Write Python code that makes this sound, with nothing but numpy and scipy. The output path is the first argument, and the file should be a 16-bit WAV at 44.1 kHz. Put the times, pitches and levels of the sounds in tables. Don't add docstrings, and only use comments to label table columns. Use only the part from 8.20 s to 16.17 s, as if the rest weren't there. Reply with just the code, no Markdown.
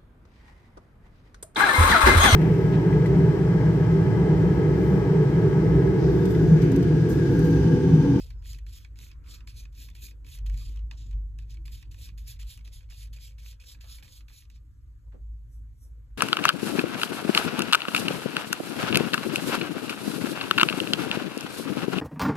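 import sys
import numpy as np
from scipy import signal
from scipy.fft import rfft, irfft, next_fast_len
from scipy.io import wavfile
from scipy.ndimage import uniform_filter1d, map_coordinates

SR = 44100
rng = np.random.default_rng(int(sys.argv[2]) if len(sys.argv) > 2 else 0)


def inscribe(sig):
    pcm = np.round(np.clip(np.atleast_2d(sig).T, -1, 1) * 32767)
    wavfile.write(sys.argv[1], SR, pcm.astype(np.int16))


N = 351679
TIME = np.arange(N) / SR

# landing t/s, landing level/dB, fastest t/s, hiss level/dB, speeding up/s, slowing down/s,
# plate ring level/dB, extra treble from the blade's angle/dB, blade resonance f/Hz
STROKES = [(-0.1, -38.5, 0.022, -60.5, 0.14, 0.12, -68.5, 2, 3440),
           (0.221, -94, 0.296, -54, 0.077, 0.101, -66, 2, 3550),
           (0.464, -66, 0.557, -57, 0.098, 0.12, -70, 2, 3630),
           (0.757, -70.5, 0.833, -57, 0.076, 0.096, -64.5, 3.5, 3710),
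           (1.04, -77, 1.116, -52, 0.072, 0.091, -66, -1.5, 3800),
           (1.273, -55, 1.39, -52.5, 0.055, 0.065, -65, 2, 3650),
           (1.525, -72, 1.622, -54.5, 0.085, 0.093, -62.5, 4.5, 3800),
           (1.75, -59, 1.849, -51.5, 0.068, 0.075, -64.5, 6.5, 3900),
           (2.045, -88, 2.132, -53.5, 0.088, 0.063, -63, 5.5, 3500),
           (2.261, -59.5, 2.415, -55, 0.12, 0.16, -67, -0.5, 3700),
           (2.711, -64.5, 2.778, -61.5, 0.015, 0.2005, -75, -10.5, 3900),
           (3.186, -66, 3.313, -61.5, 0.033, 0.067, -70.5, -4, 3500),
           (3.455, -59.5, 3.533, -54.5, 0.032, 0.11, -65.5, 3.5, 3700),
           (3.713, -61.5, 3.842, -53.5, 0.091, 0.072, -64.5, 4.5, 3820),
           (3.977, -61, 4.089, -51, 0.034, 0.075, -61, 6.5, 3720),
           (4.196, -55.5, 4.307, -53, 0.055, 0.097, -66, 2.5, 3720),
           (4.447, -61.5, 4.533, -55, 0.0166, 0.11, -68, -1, 3840),
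           (4.7, -55.5, 4.819, -56.5, 0.15, 0.069, -65, 0, 3400),
           (4.93, -55, 5.044, -54.5, 0.065, 0.085, -66, 3, 3450),
           (5.183, -62, 5.298, -53.5, 0.12, 0.055, -64.5, 3, 3600),
           (5.4, -61, 5.498, -53, 0.1, 0.077, -70.5, 2, 3740),
           (5.608, -58, 5.738, -53.5, 0.13, 0.087, -72, 2.5, 3640),
           (5.828, -57, 5.96, -57, 0.13, 0.074, -77.5, 3, 3640),
           (6.082, -65, 6.196, -57, 0.14, 0.06, -69, 1, 3810),
           (6.299, -69, 6.356, -67, 0.026, 0.027, -73, -2.5, 3700)]
# f/Hz, level/dB
EDGE_COLOUR = [(1500, -33), (3000, -2.5), (4300, -2), (5300, 0.5), (6000, -4), (7000, -1.5), (7800, -8),
               (9000, -5.5), (9600, -8), (10600, -0.5), (11500, -6), (14000, -8.5), (14600, -10),
               (15000, -13.5), (15600, -13.5)]
# f/Hz, likeness (1 = the same)
NEAR_LIKENESS = [(1000, 0.24), (3500, 0.74), (5500, 0.83), (8000, 1), (14000, 0.96)]
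# f/Hz, likeness
FAR_LIKENESS = [(60, 0.87), (130, 0.89), (260, 0.34), (550, 0.15), (1500, 0.053), (4000, 0.25),
                (7000, 0.93)]


def stroke_curves():
    hiss, sheen, ring, peel, blade_hz = np.zeros((5, N))
    lift_at = 0.75
    sink_hz_per_s, scuff_db_per_s = 5000, 256.5
    for lands, land_db, fastest, hiss_db, rise, fall, ring_db, sheen_db, hz in STROKES:
        landed, slowing = TIME >= lands, TIME > fastest
        sinking_hz = hz - sink_hz_per_s * np.clip(TIME - fastest, -rise / 2, fall / 2)
        blade_hz = np.where(landed, np.where(TIME < fastest - rise / 2, 3345, sinking_hz), blade_hz)
        away = np.abs(TIME - fastest) / np.where(slowing, fall, rise)
        scuff = landed * amp(land_db - scuff_db_per_s * np.abs(TIME - lands))
        lift_db = 24 * slowing * np.maximum(away - lift_at, 0)
        drag = np.hypot(scuff, landed * amp(hiss_db - 25 * away ** 1.68 - lift_db))
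        hiss += drag
        sheen += drag * (amp(sheen_db) - 1)
        sag_db = np.where(slowing, 9.5, 10) * away ** 2.57
        ring += np.hypot(scuff, landed * amp(ring_db - sag_db))
        peel += slowing * amp(ring_db + 22.5) * np.exp(-((away - lift_at) / 0.17) ** 2)
    hiss, sheen, ring = uniform_filter1d([hiss, sheen, ring], size=SR // 160)
    return hiss, sheen, ring, peel, blade_hz


def scraping():
    hiss, sheen, ring, peel, blade_hz = stroke_curves()
    fibres = unit(amp(0.71 * wobble(700) + 1.7 * wobble(90)))
    edge = noise(colour(EDGE_COLOUR), NEAR_LIKENESS, patchy_db=2.5, bins=5, frames=30)
    treble = filtered(edge, lambda hz: 1 / (1 + (9000 / (hz + 1)) ** 8))
    snaps = filtered(amp(21) * clicks(per_s=40), colour(EDGE_COLOUR))
    peels = filtered(peel * clicks(per_s=70), plate)
    body = dragged_plate()
    blade = blade_ring(blade_hz)
    return peels + crackle(ring) + fibres * (hiss * (edge + snaps + blade) + sheen * treble + ring * body)


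def plate(hz):
    # f/Hz, width/Hz, level/dB
    modes = [(820, 100, -8), (1140, 160, -4.5), (1675, 203, -0.5), (2054, 280, 1.5), (2236, 210, 2),
             (2526, 170, 7), (2850, 360, 4), (3680, 440, 2), (4050, 530, 3.5), (4700, 1960, 1.5)]
    return sum((-1) ** k * amp(db) * 1j * hz * width / (centre * centre - hz * hz + 1j * hz * width)
               for k, (centre, width, db) in enumerate(modes))


def dragged_plate():
    bend, low_cut_hz = 1.036, 1270
    blend = np.pi / 4 * (1 + np.tanh(wobble(6)))
    higher, lower = (noise(lambda hz: plate(hz * k) / (1 + (low_cut_hz / (hz + 1)) ** 4),
                           NEAR_LIKENESS, patchy_db=5, bins=2, frames=10) for k in (1 / bend, bend))
    return np.cos(blend) * higher + np.sin(blend) * lower


def blade_ring(hz):
    blade = amp(-9 + 2.2 * wobble(70)) * narrow_noise(hz + 150 * wobble(30), width_hz=600)
    edge = amp(-11 + 2.2 * wobble(70)) * narrow_noise(6950 + 200 * wobble(12), width_hz=250)
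    return blade + edge


def crackle(level):
    snaps_per_s, centre_hz, ring_cycles = 90, 3030, 14.8
    when, pitch, size = np.hsplit(rng.random((int(snaps_per_s * N / SR), 3)), 3)
    start, t = (when * N).astype(int), np.arange(SR // 100) / SR
    hz = centre_hz * np.exp(0.38 * (2 * pitch - 1))
    strength = -np.log(size + 1e-9) * level[start]
    rings = strength * np.sin(2 * np.pi * hz * t) * fade(t, ring_cycles / hz)
    return amp(6.5) * np.bincount((start + np.arange(len(t))).ravel(), rings.ravel(), N + SR)[:N]


def ticks():
    # t/s, level/dB, brightness/dB
    hits = [(0.104, -39.5, -11.5), (0.2227, -52, -9), (0.257, -45, -12), (0.3316, -48, 9), (0.373, -57, 1),
            (0.3864, -43.5, -3), (0.4653, -46, -17), (0.4938, -50.5, -2), (0.6476, -39, -13),
            (0.7576, -50, -11), (0.77, -54, -15), (0.789, -45, 1), (0.9151, -42, -12.5), (1.039, -60, -10),
            (1.2057, -44.5, -21), (1.2742, -42, -15), (1.306, -49, -6), (1.453, -42, -21.5),
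            (1.5508, -54.5, 3), (1.6864, -41, -17.5), (1.701, -49, 3), (1.7377, -62, -10),
            (1.7517, -45, -15), (1.91, -43.5, -8), (2.0459, -48.5, -17), (2.1477, -52, 4.5),
            (2.1734, -45, -6), (2.187, -44, -1), (2.0653, -46, -11), (2.264, -46, -2), (2.2977, -44, -5),
            (2.3415, -49, 2), (2.4941, -54, -1), (2.376, -46, 3), (2.56, -44.5, -5.5), (2.572, -44.5, -12),
            (2.5916, -47.5, -24), (2.7115, -53, -8.5), (2.733, -53, -16.5), (2.911, -45, -8),
            (2.928, -48, -14), (2.9766, -65, -25), (3.1878, -45.5, -5), (3.213, -54.5, -14),
            (3.2217, -56, -1.5), (3.2969, -53.5, 1), (3.3425, -49, -1), (3.3706, -48, -22),
            (3.4174, -73, 10), (3.4796, -43.5, -15), (3.6266, -40, -8), (3.715, -66, -13),
            (3.744, -45.5, -14), (3.8886, -41, -20), (3.902, -53, -20), (4.1907, -49.5, -7),
            (4.2303, -44.5, -3.5), (4.324, -56, -3.5), (4.375, -43, -0.5), (4.391, -49, -13),
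            (4.409, -51, -14), (4.476, -46, -4), (4.607, -48, -19.5), (4.63, -54, -9), (4.69, -56, -20),
            (4.6994, -52, -15), (4.7207, -47.5, -14), (4.85, -57, -9), (4.873, -52.5, -3),
            (4.929, -65, -16), (4.95, -51, -8), (4.962, -48, -14), (5.107, -52, -8), (5.117, -52, -8),
            (5.183, -48, -23), (5.231, -53, -12), (5.327, -45, -11), (5.439, -47, -24), (5.5471, -43, -21),
            (5.643, -48, -20), (5.7842, -39.5, -23), (5.8255, -44.5, -20), (5.846, -49, -8),
            (5.879, -45.5, -20), (6.007, -44.5, -20), (6.083, -46, -20), (6.112, -54, -20),
            (6.222, -46.5, -18), (6.252, -52, -15), (6.3005, -48, -4.5)]
    spots = [.9, 1, 1.12]
    pull_rise_s, usual_db, contact_hz = 0.002, -49, 6000
    blows, cracks = np.zeros((len(spots), 2, N + SR)), np.zeros((2, N + SR))
    t = np.arange(SR // 20) / SR
    for s, db, bright_db in hits:
        rattle = unit(rng.standard_normal(len(t))) + 0.5 * rng.standard_normal((2, len(t)))
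        fastest = [row[2] for row in STROKES if row[0] - 0.01 < s][-1]
        if bright_db < 0 and s > fastest:
            s, fade_s = s - pull_rise_s, 0.019
            rattle *= amp(3.5) * (1 - np.exp(-(t / pull_rise_s) ** 2))
        else:
            fade_s = 0.014
            rattle *= 1 - np.exp(-t / 0.00047)
            rattle[:, 1] = amp(13.5 + db - usual_db)
        blow = amp(db) * rattle * (fade(t, fade_s) + 0.079 * fade(t, 0.14))
        add_at(blows[rng.integers(len(spots))], s, blow)
        add_at(cracks, s, amp(db + bright_db) * rattle * fade(t, fade_s))
    rings = sum(filtered(blow[:, :N], lambda hz: plate(hz / k) / (1 + 1j * hz / contact_hz) ** 2)
                for blow, k in zip(blows, spots))
    return rings + filtered(cracks[:, :N], colour(EDGE_COLOUR))


def slaps():
    # t/s, level/dB, tip delay/s, tip over heel/dB
    hits = [(1.272, -39, .0026, 0), (2.2985, -33, .002, -2), (2.7114, -21, .0011, 5.5),
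            (4.194, -32, .003, -1), (4.7225, -40, .003, -3), (4.9305, -38, .003, 0),
            (5.8265, -42, .002, -3)]
    contact_hz = 7000
    push = np.zeros(N)
    for s, db, delay, tip_db in hits:
        push[round(s * SR)] = amp(db)
        push[round((s + delay) * SR)] = amp(db + tip_db)
    return filtered(push, lambda hz: plate(hz) / (1 + 1j * hz / contact_hz) ** 2)


def wiping():
    # t/s, level/dB
    wipes = [(7.344, -67.5), (7.638, -62.5)]
    # f/Hz, level/dB
    sponge = [(3500, -14), (4800, -32), (5500, 0.5), (7000, -11), (8000, -4.5), (10500, 0.5), (12000, -7),
              (14000, -9), (15500, -48)]
    fade_db_per_s = 252
    level = sum(amp(db - fade_db_per_s * np.abs(TIME - s)) for s, db in wipes)
    return uniform_filter1d(level, size=SR // 40) * noise(colour(sponge), NEAR_LIKENESS, patchy_db=1.5)


def rubbing():
    # start t/s, end t/s, f/Hz, width/Hz, level/dB
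    rubs = [(1.053, 1.26, 1283, 250, -70.5), (2.4, 2.473, 1156, 120, -76)]
    out = np.zeros((2, N))
    for start, end, hz, width, db in rubs:
        touching = uniform_filter1d(1. * ((TIME > start) & (TIME < end)), size=SR // 20)
        out += amp(db + 3.3 * wobble(39.6)) * touching * narrow_noise(hz, width)
    return out


def thumps():
    # t/s, peak level/dB, f/Hz
    hits = [(0.257, -71, 635), (0.65, -66, 1330), (1.69, -67, 401), (2.712, -51, 874),
            (4.465, -60.5, 352.7), (4.72, -63, 604), (4.964, -61, 339.4), (5.469, -63, 260),
            (5.638, -55.5, 602), (5.822, -56.5, 497.2), (6.101, -58, 1202), (6.92, -57.5, 1191),
            (6.925, -73, 2401), (6.931, -59, 562), (6.94, -46.5, 245.3), (7.66, -66, 480.2),
            (7.819, -75, 1312), (7.9, -70, 1101)]
    out, t = np.zeros((2, N + SR)), np.arange(SR // 4) / SR
    for s, db, hz in hits:
        fade_s = 0.17 * (500 / hz) ** 0.2
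        puff = rng.standard_normal((2, len(t))) * fade(t, fade_s) * (1 - np.exp(-t / 0.00099))
        band = signal.butter(2, [hz / 1.6, hz * 1.86], "bandpass", fs=SR, output="sos")
        puff = signal.sosfilt(band, puff)
        add_at(out, s, amp(db) * puff / np.abs(puff).max())
    return out[:, :N]


def room_echo(x):
    t = np.arange(SR // 5) / SR
    tail = rng.standard_normal((2, len(t))) * fade(t, 0.064) * (t > 0.003)
    x = filtered(x, lambda hz: 1 / (1 + (hz / 7000) ** 2))
    return signal.fftconvolve(x, tail / np.linalg.norm(tail[0]), axes=1)[:, :N]


def traffic_and_rustle():
    # t/s, rumble level/dB, roar level/dB, rustle level/dB
    levels = [(0.03, -44.5, -64.5, -79), (0.68, -50.5, -69, -76), (1.1, -48, -63, -72),
              (1.5, -50, -68, -79.5), (1.96, -51.5, -68.5, -81), (2.33, -41.5, -66, -73),
              (2.83, -44.5, -66.5, -83.5), (4.43, -49, -69, -80.5), (4.87, -49, -72, -82.5),
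              (5.36, -55, -73.5, -82), (5.71, -52.5, -67.5, -70), (6.21, -55, -74, -85),
              (7.31, -50, -72, -84), (7.9, -51, -71, -80.5)]
    # f/Hz, level/dB
    rumble_colour = [(12, -35), (20, -21.5), (30, -5), (40, -5), (59, -3.5), (67, -0.5), (81, -6.5),
                     (122, -8.5), (151, -26.5), (200, -43.5), (260, -71), (440, -120)]
    roar_colour = [(140, -17.5), (155, -2.5), (195, -7), (300, -6.5), (340, -19), (380, -17.5),
                   (520, -14.5), (600, -27.5), (800, -30), (1000, -20)]
    rustle_colour = [(500, -15), (800, -10.5), (1200, 2.5), (1600, 2), (2200, -4.5), (3000, -18.5)]
    rumble_db, roar_db, rustle_db = curves(levels)
    dip = lambda hz: 1 - 0.85 * np.exp(-((hz - 53) / 6) ** 2)
    rumble = noise(lambda hz: colour(rumble_colour)(hz) * dip(hz) * (hz < 200),
                   FAR_LIKENESS, patchy_db=-0.58)
    roar = noise(lambda hz: colour(roar_colour)(hz) * (hz < 1000),
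                 FAR_LIKENESS, patchy_db=4.5, bins=2, frames=20)
    rustle = noise(colour(rustle_colour + [(6000, -58)]), FAR_LIKENESS, patchy_db=3, bins=2, frames=20)
    return amp(rumble_db) * rumble + amp(roar_db) * roar + amp(rustle_db) * rustle


def room_boom():
    # t/s, f/Hz, level/dB
    boom = [(0.0, 48.23, -40.5), (0.49, 50.4, -38), (0.62, 50.9, -56), (0.71, 53.45, -43),
            (0.93, 53.12, -47), (1.4, 50.51, -43.5), (1.91, 53.2, -45), (2.04, 52.56, -43), (2.13, 50, -57),
            (2.17, 49.54, -38), (2.31, 48.9, -24), (2.44, 48.65, -38.5), (2.62, 51.96, -29.5),
            (2.73, 53.48, -39.5), (2.86, 49.26, -40.5), (2.95, 48.8, -26.5), (3.13, 50.2, -38.5),
            (3.42, 53.2, -38), (3.86, 52.58, -48.5), (3.97, 50.5, -36), (4.13, 50.37, -47),
            (4.26, 50.8, -34.5), (4.33, 52.33, -57), (4.42, 53.24, -42), (4.62, 49.34, -50),
            (4.79, 52.89, -41), (5.9, 53.48, -52.5), (6.04, 50, -51), (6.13, 53.26, -52), (6.66, 52.9, -58),
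            (6.9, 49.55, -46), (7.08, 53.29, -39), (7.77, 53.13, -49), (7.97, 47.84, -43)]
    hum = [(0, 56, -53), (2, 56.82, -68), (2.8, 55.36, -54.5), (4, 56.1, -56), (6.5, 55.5, -51.5),
           (7.1, 56.31, -48.5), (7.97, 56.51, -50.5)]
    return tone(boom, waver_hz=0.5335, rate=4.4) + tone(hum)


def aircraft():
    # t/s, f/Hz, level/dB
    drone = [(0, 343, -80.5), (1.5, 341, -78.5), (3, 327.5, -76), (3.9, 322.2, -77), (4.1, 321.5, -91),
             (5.6, 307, -99), (6, 299.4, -85), (7.97, 296.9, -83.5)]
    return tone(drone, waver_hz=5.9, waver_db=3.5, rate=25)


def bird():
    # t/s, f/Hz, level/dB
    notes = [
        [(.09, 5300, -100), (.11, 5200, -82), (.15, 5400, -80), (.185, 5250, -79), (.215, 5040, -78),
         (.23, 4740, -100)],
        [(.16, 7300, -100), (.195, 7000, -80), (.22, 6770, -100)],
    ]
    return sum(tone(note) for note in notes)


def whines():
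    # start t/s, end t/s, f/Hz, level/dB
    notes = [(4.3, 6.1, 525, -83), (4.4, 6.2, 915, -87), (5.6, 6.9, 1205, -92.5), (2.0, 3.3, 1900, -95)]
    return sum(tone([(start - 0.2, hz, -120), (start, hz, db), (end, hz, db), (end + 0.14, hz, -120)],
                    waver_hz=6, waver_db=3.5, rate=25) for start, end, hz, db in notes)


def background_hiss():
    # f/Hz, level/dB
    hiss_colour = [(1000, -8), (2500, 5), (5000, 3.5), (7000, 5.5), (13300, 2.5), (13700, -22.5),
                   (14900, -5), (15100, -29.5)]
    return amp(-82.5) * noise(colour(hiss_colour), FAR_LIKENESS, patchy_db=2)


def amp(db):
    return 10 ** (np.asarray(db) / 20)


def fade(t, seconds):
    return amp(-60 * t / seconds)


def unit(x):
    return x / np.sqrt(np.mean(x ** 2) + 1e-20)


def add_at(track, s, sound):
    track[:, round(s * SR):][:, :sound.shape[1]] += sound


def along(points, hz):
    f, v = np.transpose(points)
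    return np.interp(np.log(hz + 1), np.log(f + 1), v)


def colour(points):
    return lambda hz: amp(along([(points[0][0] / 2, -120)] + list(points), hz))


def curves(rows):
    s, *cols = np.transpose(rows)
    return [np.interp(TIME, s, c) for c in cols]


def wobble(rate):
    return map_coordinates(rng.standard_normal(int(N * rate / SR) + 4), [np.arange(N) * rate / SR])


def clicks(per_s):
    return (rng.random(N) < per_s / SR) * rng.standard_normal(N)


def filtered(x, response):
    m = next_fast_len(N + SR // 2)
    return irfft(rfft(x, m) * response(np.fft.rfftfreq(m, 1 / SR)), m)[..., :N]


def noise(response, likeness, patchy_db, bins=4, frames=6):
    spectrum = signal.stft(rng.standard_normal((2, N)), nperseg=256)[2]
    patches = uniform_filter1d(rng.standard_normal(spectrum.shape[1:]), bins, 0)
    patches = unit(uniform_filter1d(patches, frames, 1))
    pair = signal.istft(spectrum * amp(patchy_db * patches), nperseg=256)[1][:, :N]
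    spread = lambda hz: np.arccos(np.clip(along(likeness, hz), -1, 1)) / 2
    mid, side = filtered(pair, lambda hz: response(hz) * [np.cos(spread(hz)), np.sin(spread(hz))])
    return unit(np.array([mid + side, mid - side]))


def narrow_noise(hz, width_hz):
    pair = rng.standard_normal((2, N)) + 0.17 * rng.standard_normal((2, 2, N))
    slow = filtered(pair, lambda f: 1 / (1 + (f / width_hz) ** 2))
    phase = 2 * np.pi * np.cumsum(hz * np.ones(N)) / SR
    return unit(slow[:, 0] * np.cos(phase) + slow[:, 1] * np.sin(phase))


def tone(rows, waver_hz=0, waver_db=0, rate=8):
    hz, db = curves(rows)
    hz, db = hz + waver_hz * wobble(rate), db + waver_db * wobble(rate)
    return np.sqrt(2) * amp(db) * np.sin(2 * np.pi * np.cumsum(np.abs(hz)) / SR)


def scene():
    # f/Hz, level/dB
    right_boost = [(1200, 3.5), (2000, 2), (2500, 8.5), (2900, 0.5), (4000, 4), (5500, 2), (7000, 0)]
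    knife = filtered(scraping() + ticks() + slaps(), lambda hz: amp([0 * hz, along(right_boost, hz)]))
    near = knife + amp(-10.5) * room_echo(knife) + wiping() + rubbing() + thumps()
    return near + traffic_and_rustle() + whines() + room_boom() + aircraft() + bird() + background_hiss()


def record(dry):
    # f/Hz, phase/rad
    phase_shift = [(0, 0), (260, 0), (800, 3.1), (1210, 5.8), (1810, 6.7), (2670, 7.8), (3360, 6.1),
                   (3790, 7.1), (4350, 7.4), (4780, 9.5), (5860, 11), (6400, 12.3), (7490, 12.6),
                   (9040, 15.3), (9700, 15.7), (10200, 16), (11800, 18.6), (12800, 19), (14600, 22),
                   (16000, 22.1)]
    top_hz = 15757
    half_shift = lambda hz: np.interp(hz, *np.transpose(phase_shift)) / 2
    return filtered(dry, lambda hz: np.exp(1j * np.outer([1, -1], half_shift(hz))) * (hz < top_hz))


dry = scene()
out = record(dry)
inscribe(out)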